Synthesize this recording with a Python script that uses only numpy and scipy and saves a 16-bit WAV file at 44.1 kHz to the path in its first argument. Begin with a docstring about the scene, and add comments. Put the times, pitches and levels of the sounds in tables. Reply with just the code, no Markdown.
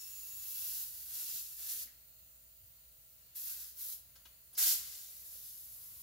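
"""A tire is filled through a hand-held chuck on a workshop floor. Air escapes round the valve in uneven bursts
as the chuck rocks on the stem, whistling at first and blasting once when the seal slips.
The hose fittings knock lightly; a fine leak and a distant motor fill the pauses."""
import sys
import numpy as np
from scipy import signal
from scipy.fft import rfft, irfft, next_fast_len
from scipy.io import wavfile
from scipy.ndimage import uniform_filter1d, map_coordinates

SR = 44100
rng = np.random.default_rng(int(sys.argv[2]) if len(sys.argv) > 2 else 0)


def master(y):
    """Save y as 16-bit WAV."""
    cut = np.clip(np.atleast_2d(y).T, -1, 1)
    pcm = np.round(cut * 32767)  # scale
    wavfile.write(sys.argv[1], SR, pcm.astype(np.int16))


N = 265658

# (Hz, dB per Hz): a thin slit hisses high, a wider gap rushes, an open one blows
SLIT = [(6000, -30.5), (8600, -10), (9600, -8), (10400, -2.5), (11500, 1), (12300, 0.5), (13600, 0.5), (14500, 0.5), (15700, -2.5)]
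GAP = [(2000, -42), (2700, -10.5), (3400, -5), (4300, -1.5), (5300, -0.5), (6400, -0.5), (7200, 1.5), (8400, -6.5), (10000, -3.5), (14000, -50)]
BLOW = [(100, -20), (250, -20.5), (420, -7.5), (540, -12), (750, -5.5), (1050, -7), (1430, 0.5), (1900, 1), (2500, 2), (3500, -20.5), (6000, -53)]
# edge tones of the narrow gap: (Hz, pitch waver Hz, dB, fade dB a second)
WHISTLE = [(1123, 7.1, -24, 14), (5480, 11, 0.5, 130), (6176, 22, -11, 8), (6980, 18, 1, 12), (7670, 37, -15.5, -3), (10840, 13, -8, 21), (11700, 45, -4.5, -10), (15110, 20, -6, 7), (15640, 22, 3, 6)]
# light knocks of the chuck and hose: (s, peak dB, body Hz, body dB relative, click dB relative)
KNOCKS = [(1.847, -67.5, 223, 1.5, -31), (1.871, -60, 1810, -1, -13), (4.155, -53, 5100, -10, -2.5), (4.253, -54.5, 3020, -3, 1.5), (4.528, -57.5, 11400, 7, -2.5), (4.548, -48, 5200, 0.5, -12), (4.592, -61, 390, -2.5, -20), (5.35, -73.5, 510, 2, -14)]
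CLICK = [(150, -7), (700, 0.5), (1500, 5), (2200, -2), (3200, 5), (6800, 3.5), (8500, -5), (12000, 5), (16000, -23)]  # (Hz, dB per Hz)
LEAK = [(1000, -44), (1900, -28.5), (2450, -23.5), (2700, -17), (3400, -21.5), (4300, -13.5), (5300, -20.5), (6300, -16.5), (7000, -11.5), (8500, -18.5), (9500, -10), (11000, -14.5), (13200, -8.5), (14700, -1.5), (15700, -5.5)]  # the fine steady leak: (Hz, dB per Hz)
SHOP = [(20, -62), (32, -7), (42, -10), (60, 7), (90, 0.5), (140, -1), (200, -12.5), (350, -17.5), (600, -16), (950, -19), (1400, -19), (2000, -17), (3000, -24)]  # (Hz, dB per Hz)
MOTOR_HZ = 57.6
# (shaft order, dB)
MOTOR = [(1, -74.5), (2.1, -87), (4, -96), (5, -94.5), (8, -94.5), (9, -90.5), (11, -86.5), (13, -96), (22, -101), (24, -93), (25, -100)]
SHOP_ALIKE = [(60, 0.95), (130, 0.99), (300, 0.12), (1400, 0.062)]  # (Hz, left-right likeness)
LEAK_ALIKE = [(2000, 0), (7000, 0.074), (15000, 0.024)]
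BALANCE_DB = [(60, 2), (125, 6.5), (500, 0.5), (1000, 7.5), (3000, 5.5), (6000, 4), (8500, -0.5), (11500, 3.5), (15000, -4)]  # (Hz, left minus right dB)
WALLS = [(200, 0.27), (2000, 0.61), (6000, 0.37), (15000, 0.22)]  # (Hz, t60 s)
WET = [(200, -11), (1500, 3.5), (5000, -1.5), (9000, 2.5), (15000, 14.5)]  # (Hz, room over direct dB)
TOP_HZ = 15780  # fixed
# where the jet points: (s, top octave dB, left minus right dB)
AIM = [(0, -5, 1.5), (.25, -1, -2), (.55, 1, -1.5), (1.7, -0.5, -1), (3.5, 3.5, 0), (4.65, -1, -1.5), (5.2, -2, 0), (6.02, -0.5, -0.5)]
CLOTH = [(50, -12), (90, 13), (140, -7), (300, -2.5), (600, -17), (1100, -2), (1600, -21), (3000, -7), (8000, -29)]  # (Hz, dB per Hz)
JET_ALIKE = [(300, 1), (3000, 0.87), (9000, 0.27), (15000, 0.35)]  # (Hz, left-right likeness of the jet before the room)
# the seal lifts as the chuck rocks: (start s, attack s, hold s, release t60 s, flow dB, rush of a wide gap relative dB, low blow relative dB)
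BURSTS = [(.18, 0.56, 0.079, 0.3, -44.5, -8, -24.5), (1.025, 0.17, 0.17, 0.47, -44.5, -7, -23.5), (1.555, 0.067, 0.21, 0.08, -47, -6.5, -22.5), (1.678, 0.016, 0.014, 0.35, -43, -9, -20),
          (3.342, 0.018, 0.15, 0.22, -47.5, -8, -26), (3.39, 0.1, .14, 0.49, -51, -6.5, -19), (3.735, 0.08, .11, 0.23, -46.5, -9, -25.5),
          (4.565, .024, 0.13, .23, -31, -5.5, -21.5), (4.72, 0.065, .14, 1.2, -53.5, -2.5, -14), (5.22, 0.059, 0.21, 0.85, -56.5, -7.5, -36)]
# between bursts the badly seated chuck seeps, with the same columns
SEEPS = [(-.05, 0.027, 1.85, 0.11, -51.5, -8.5, -25.5), (4.6, .1, 1.4, .12, -54.5, -11, -26)]
WIDEN_DB = 2.5  # the air pries the gap open: growth of the rush over one burst
WHISTLE_DB, WHISTLE_HOLD_S, WHISTLE_T60 = -58, 0.46, 1.9  # the edge tones last until the first burst widens the gap
BORE_DB, BORE_FADE_DB_PER_S = -61.5, 6  # the bore of the chuck sings under the flow, less as the chuck settles
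LEAK_DB, RUMBLE_DB = -60.5, -75.5
# sleeve and hose drag as the hand leaves the trigger: (start s, attack s, hold s, release t60 s, dB)
DRAG_STROKE = (5.5, 0.6, 1, .3, -75)
# dull bumps of the hose and wheel being shifted: (start s, attack s, hold s, release t60 s, dB)
BUMPS = [(.28, .1, .22, .4, -75), (2.57, 0.044, .07, .4, -73.5), (5.85, 0.073, .1, .4, -72.5)]
THUD = [(45, -24), (70, -9), (92, 3), (125, -12), (200, -25), (400, -45)]  # (Hz, dB per Hz)
BLOW_SAG_DB = 3  # the low blow is strongest as an opening starts and sags by this much
BORE_FLOW_DB, BORE_GROWTH = -44, 1.3  # the flow at which it reaches that level; dB gained for each dB of flow


def amp(db):
    """Decibels to gain."""
    return 10 ** (np.asarray(db) / 20)


def unit(x):
    """Scaled to rms 1."""
    return x / np.sqrt(np.mean(x ** 2) + 1e-20)


def along(points, hz):
    """(Hz, value) points read on a log axis."""
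    f, v = np.transpose(points)
    return np.interp(np.log(hz + 1), np.log(f + 1), v)


def curves(rows):
    """One value per sample for each column after the time."""
    s, *cols = np.transpose(rows)
    return [np.interp(np.arange(N) / SR, s, c) for c in cols]


def wobble(rate):
    """A smooth random curve, rate knots a second."""
    return map_coordinates(rng.standard_normal(int(N * rate / SR) + 4), [np.arange(N) * rate / SR])


def filtered(x, response):
    """x times a response of frequency."""
    m = next_fast_len(N + SR // 2)
    return irfft(rfft(x, m) * response(np.fft.rfftfreq(m, 1 / SR)), m)[..., :N]


def noise(spectrum):
    """Noise of rms 1 with the given colour."""
    return unit(filtered(rng.standard_normal(N), lambda hz: amp(along(spectrum, hz))))


def diffuse(spectrum, alike):
    """Stereo noise that arrives from all round."""
    turn = lambda hz: np.arccos(np.clip(along(alike, hz), -1, 1)) / 2
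    mid, side = noise(spectrum), filtered(noise(spectrum), lambda hz: np.tan(turn(hz)))
    return np.array([mid + side, mid - side])


def resonance(f, hz, width):
    """Response of one mode."""
    return 1j * f * width / (hz * hz - f * f + 1j * f * width)


def jet(flows, slit_db, gap_db, blow_db, flutter_db, sputter_db, beam_hz):
    """Turbulence at the leaking seal: the wider the gap, the lower its sound reaches."""
    hissing, rushing, blowing = flows
    # the jet is a spread-out cloud of eddies, so the two sides hear slightly different detail
    slit, gap, blow = (diffuse(spectrum, JET_ALIKE) for spectrum in (SLIT, GAP, BLOW))
    # the shortest waves leave in a beam that turns with the chuck
    beam = filtered(slit, lambda hz: 1 / (1 + (beam_hz / (hz + 1)) ** 10))
    slit = slit + (amp(curves(AIM)[0]) - 1) * beam
    air = amp(slit_db) * hissing * slit + amp(gap_db) * rushing * gap + amp(blow_db) * blowing * blow
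    # the rubber seal trembles in the stream
    return air * amp(flutter_db * wobble(35) + sputter_db * wobble(400))


def whistle(flow, rough_db, bore_hz, bore_waver_hz):
    """A narrow gap feeds the air columns of chuck and stem; most tones fade as the chuck settles."""
    t = np.arange(N) / SR
    tones = sum(amp(db - fade * t) * tone(hz, waver, rough_db) for hz, waver, db, fade in WHISTLE)
    edge = amp(WHISTLE_DB - 60 * np.maximum(t - WHISTLE_HOLD_S, 0) / WHISTLE_T60)
    bore = np.minimum(flow / amp(BORE_FLOW_DB), 1) ** BORE_GROWTH * amp(BORE_DB - BORE_FADE_DB_PER_S * t)
    return edge * tones + bore * tone(bore_hz, bore_waver_hz, rough_db)


def knocks(t60, body_q):
    """Fittings shift in the hands: a short scrape with one damped resonance."""
    attack = .003  # fixed
    click, out = noise(CLICK), np.zeros(N)
    for s, db, body_hz, body_db, click_db in KNOCKS:
        t = np.maximum(np.arange(N) / SR - s, 0)
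        ring = amp(body_db) * narrow(body_hz, body_hz / body_q)
        out += amp(db - 60 * t / t60) * (1 - np.exp(-t / attack)) * (ring + amp(click_db) * click)
    return out


def motor(level_db, drift):
    """A distant induction motor hums on the orders of its shaft."""
    turns = np.cumsum(MOTOR_HZ * (1 + drift * wobble(3.02))) / SR
    return sum(amp(level_db + db + 0.29 * wobble(4.0)) * np.sin(2 * np.pi * (order * turns + rng.random())) for order, db in MOTOR)


def background(swell_db, patchy_db):
    """The shop's low rumble and the fine leak of the air line."""
    rumble = amp(RUMBLE_DB + swell_db * wobble(5.4)) * diffuse(SHOP, SHOP_ALIKE)
    return rumble + amp(LEAK_DB) * patchy(diffuse(LEAK, LEAK_ALIKE), patchy_db, size=(3, 40))


def workshop(x, near_t60, near_db, count):
    """The paths to the microphone change as the hands move: one set of reflections hands over to the next."""
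    echo, step = np.zeros((2, N + 2 * SR)), N // count + 1
    for k in range(count + 1):
        span = np.arange(max((k - 1) * step, 0), min((k + 1) * step, N))
        share = np.cos(np.pi / 2 * (span / step - k))
        part = signal.fftconvolve(x[:, span] * share, reflections(near_t60, near_db), axes=1)
        echo[:, span[0]:span[0] + part.shape[1]] += part
    # the treble beams away from the microphone and arrives mostly reflected
    wet = lambda f: amp(along(WET, f))
    return filtered(x + filtered(echo[:, :N], wet), lambda f: 1 / np.sqrt(1 + wet(f) ** 2 / 2))


def narrow(hz, width):
    """Noise of rms 1 ringing in one resonance."""
    return unit(filtered(rng.standard_normal(N), lambda f: resonance(f, hz, width) ** 2))


def reflections(near_t60, near_db):
    """Wheel rim and concrete floor scatter the sound at once; the walls answer later."""
    hz, t, z = signal.stft(rng.standard_normal((2, SR // 2)), SR, nperseg=256)
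    z = z * (amp(-60 * t / along(WALLS, hz)[:, None]) + amp(near_db - 60 * t / near_t60)) * (t > 0)
    # the scattering favours no pitch
    tail = signal.istft(z / np.linalg.norm(z, axis=2, keepdims=True), SR, nperseg=256)[1]
    return tail / np.linalg.norm(tail, axis=1, keepdims=True)


def tone(hz, waver_hz, rough_db):
    """A whistle of rms 1 whose pitch and strength shake in the turbulence."""
    phase = 2 * np.pi * np.cumsum(hz + waver_hz * wobble(120)) / SR
    return unit(np.sin(phase) * amp(rough_db * wobble(90)))


def patchy(x, depth_db, size):
    """The colour of a hiss drifts in patches of time and pitch."""
    z = signal.stft(x, nperseg=512)[2]
    field = uniform_filter1d(uniform_filter1d(rng.standard_normal(z.shape[1:]), size[0], 0), size[1], 1)
    return signal.istft(z * amp(depth_db * unit(field)), nperseg=512)[1][:, :N]


def envelope(start, attack, hold, t60):
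    """Gain that swells smoothly, holds and dies away."""
    age = np.arange(N) / SR - start
    return np.sin(np.pi / 2 * np.clip(age / attack, 0, 1)) ** 2 * amp(-60 * np.maximum(age - attack - hold, 0) / t60)


def airflow():
    """Strength of hiss, rush and blow: all openings of the seal add in power."""
    t, power = np.arange(N) / SR, np.zeros((3, N))
    for openings, widen_db in ((BURSTS, WIDEN_DB), (SEEPS, 0)):
        for start, attack, hold, t60, db, rush_db, blow_db in openings:
            flow = amp(db) * envelope(start, attack, hold, t60)
            progress = np.clip((t - start) / (attack + hold), 0, 1.4) - .5
            rush, blow = amp(rush_db + widen_db * progress), amp(blow_db - BLOW_SAG_DB * progress)
            power += np.array([flow, flow * rush, flow * blow]) ** 2
    return np.sqrt(power)


def rubbing(strokes, spectrum):
    """Soft friction noise that swells with each stroke."""
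    return noise(spectrum) * sum(amp(db) * envelope(start, attack, hold, t60) for start, attack, hold, t60, db in strokes)


def scene():
    """All sources in the room, as the two microphone ports receive them."""
    flows = airflow()
    air = jet(flows, slit_db=0.0, gap_db=-0.5, blow_db=-1.37, flutter_db=0.38, sputter_db=1.18, beam_hz=13300)
    handling = knocks(t60=0.088, body_q=3.2) + rubbing([DRAG_STROKE], CLOTH)
    tones = whistle(flows[0], rough_db=3.0, bore_hz=2690, bore_waver_hz=29.5)
    near = workshop(air + handling + amp(-2) * tones, near_t60=0.023, near_db=17.5, count=16) + amp(-12.5) * tones
    # the turning jet shifts the sound between the ports
    near = near * amp(np.outer([1, -1], curves(AIM)[1]) / 2)
    mix = near + rubbing(BUMPS, THUD) + motor(level_db=1, drift=0.00094) + background(swell_db=-1.27, patchy_db=1.5)
    return filtered(mix, lambda hz: amp(np.outer([1, -1], along(BALANCE_DB, hz)) / 2))


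def record(dry):
    """The recorder keeps nothing above its band limit."""
    return filtered(dry, lambda hz: hz < TOP_HZ)


dry = scene()
out = record(dry)
master(out)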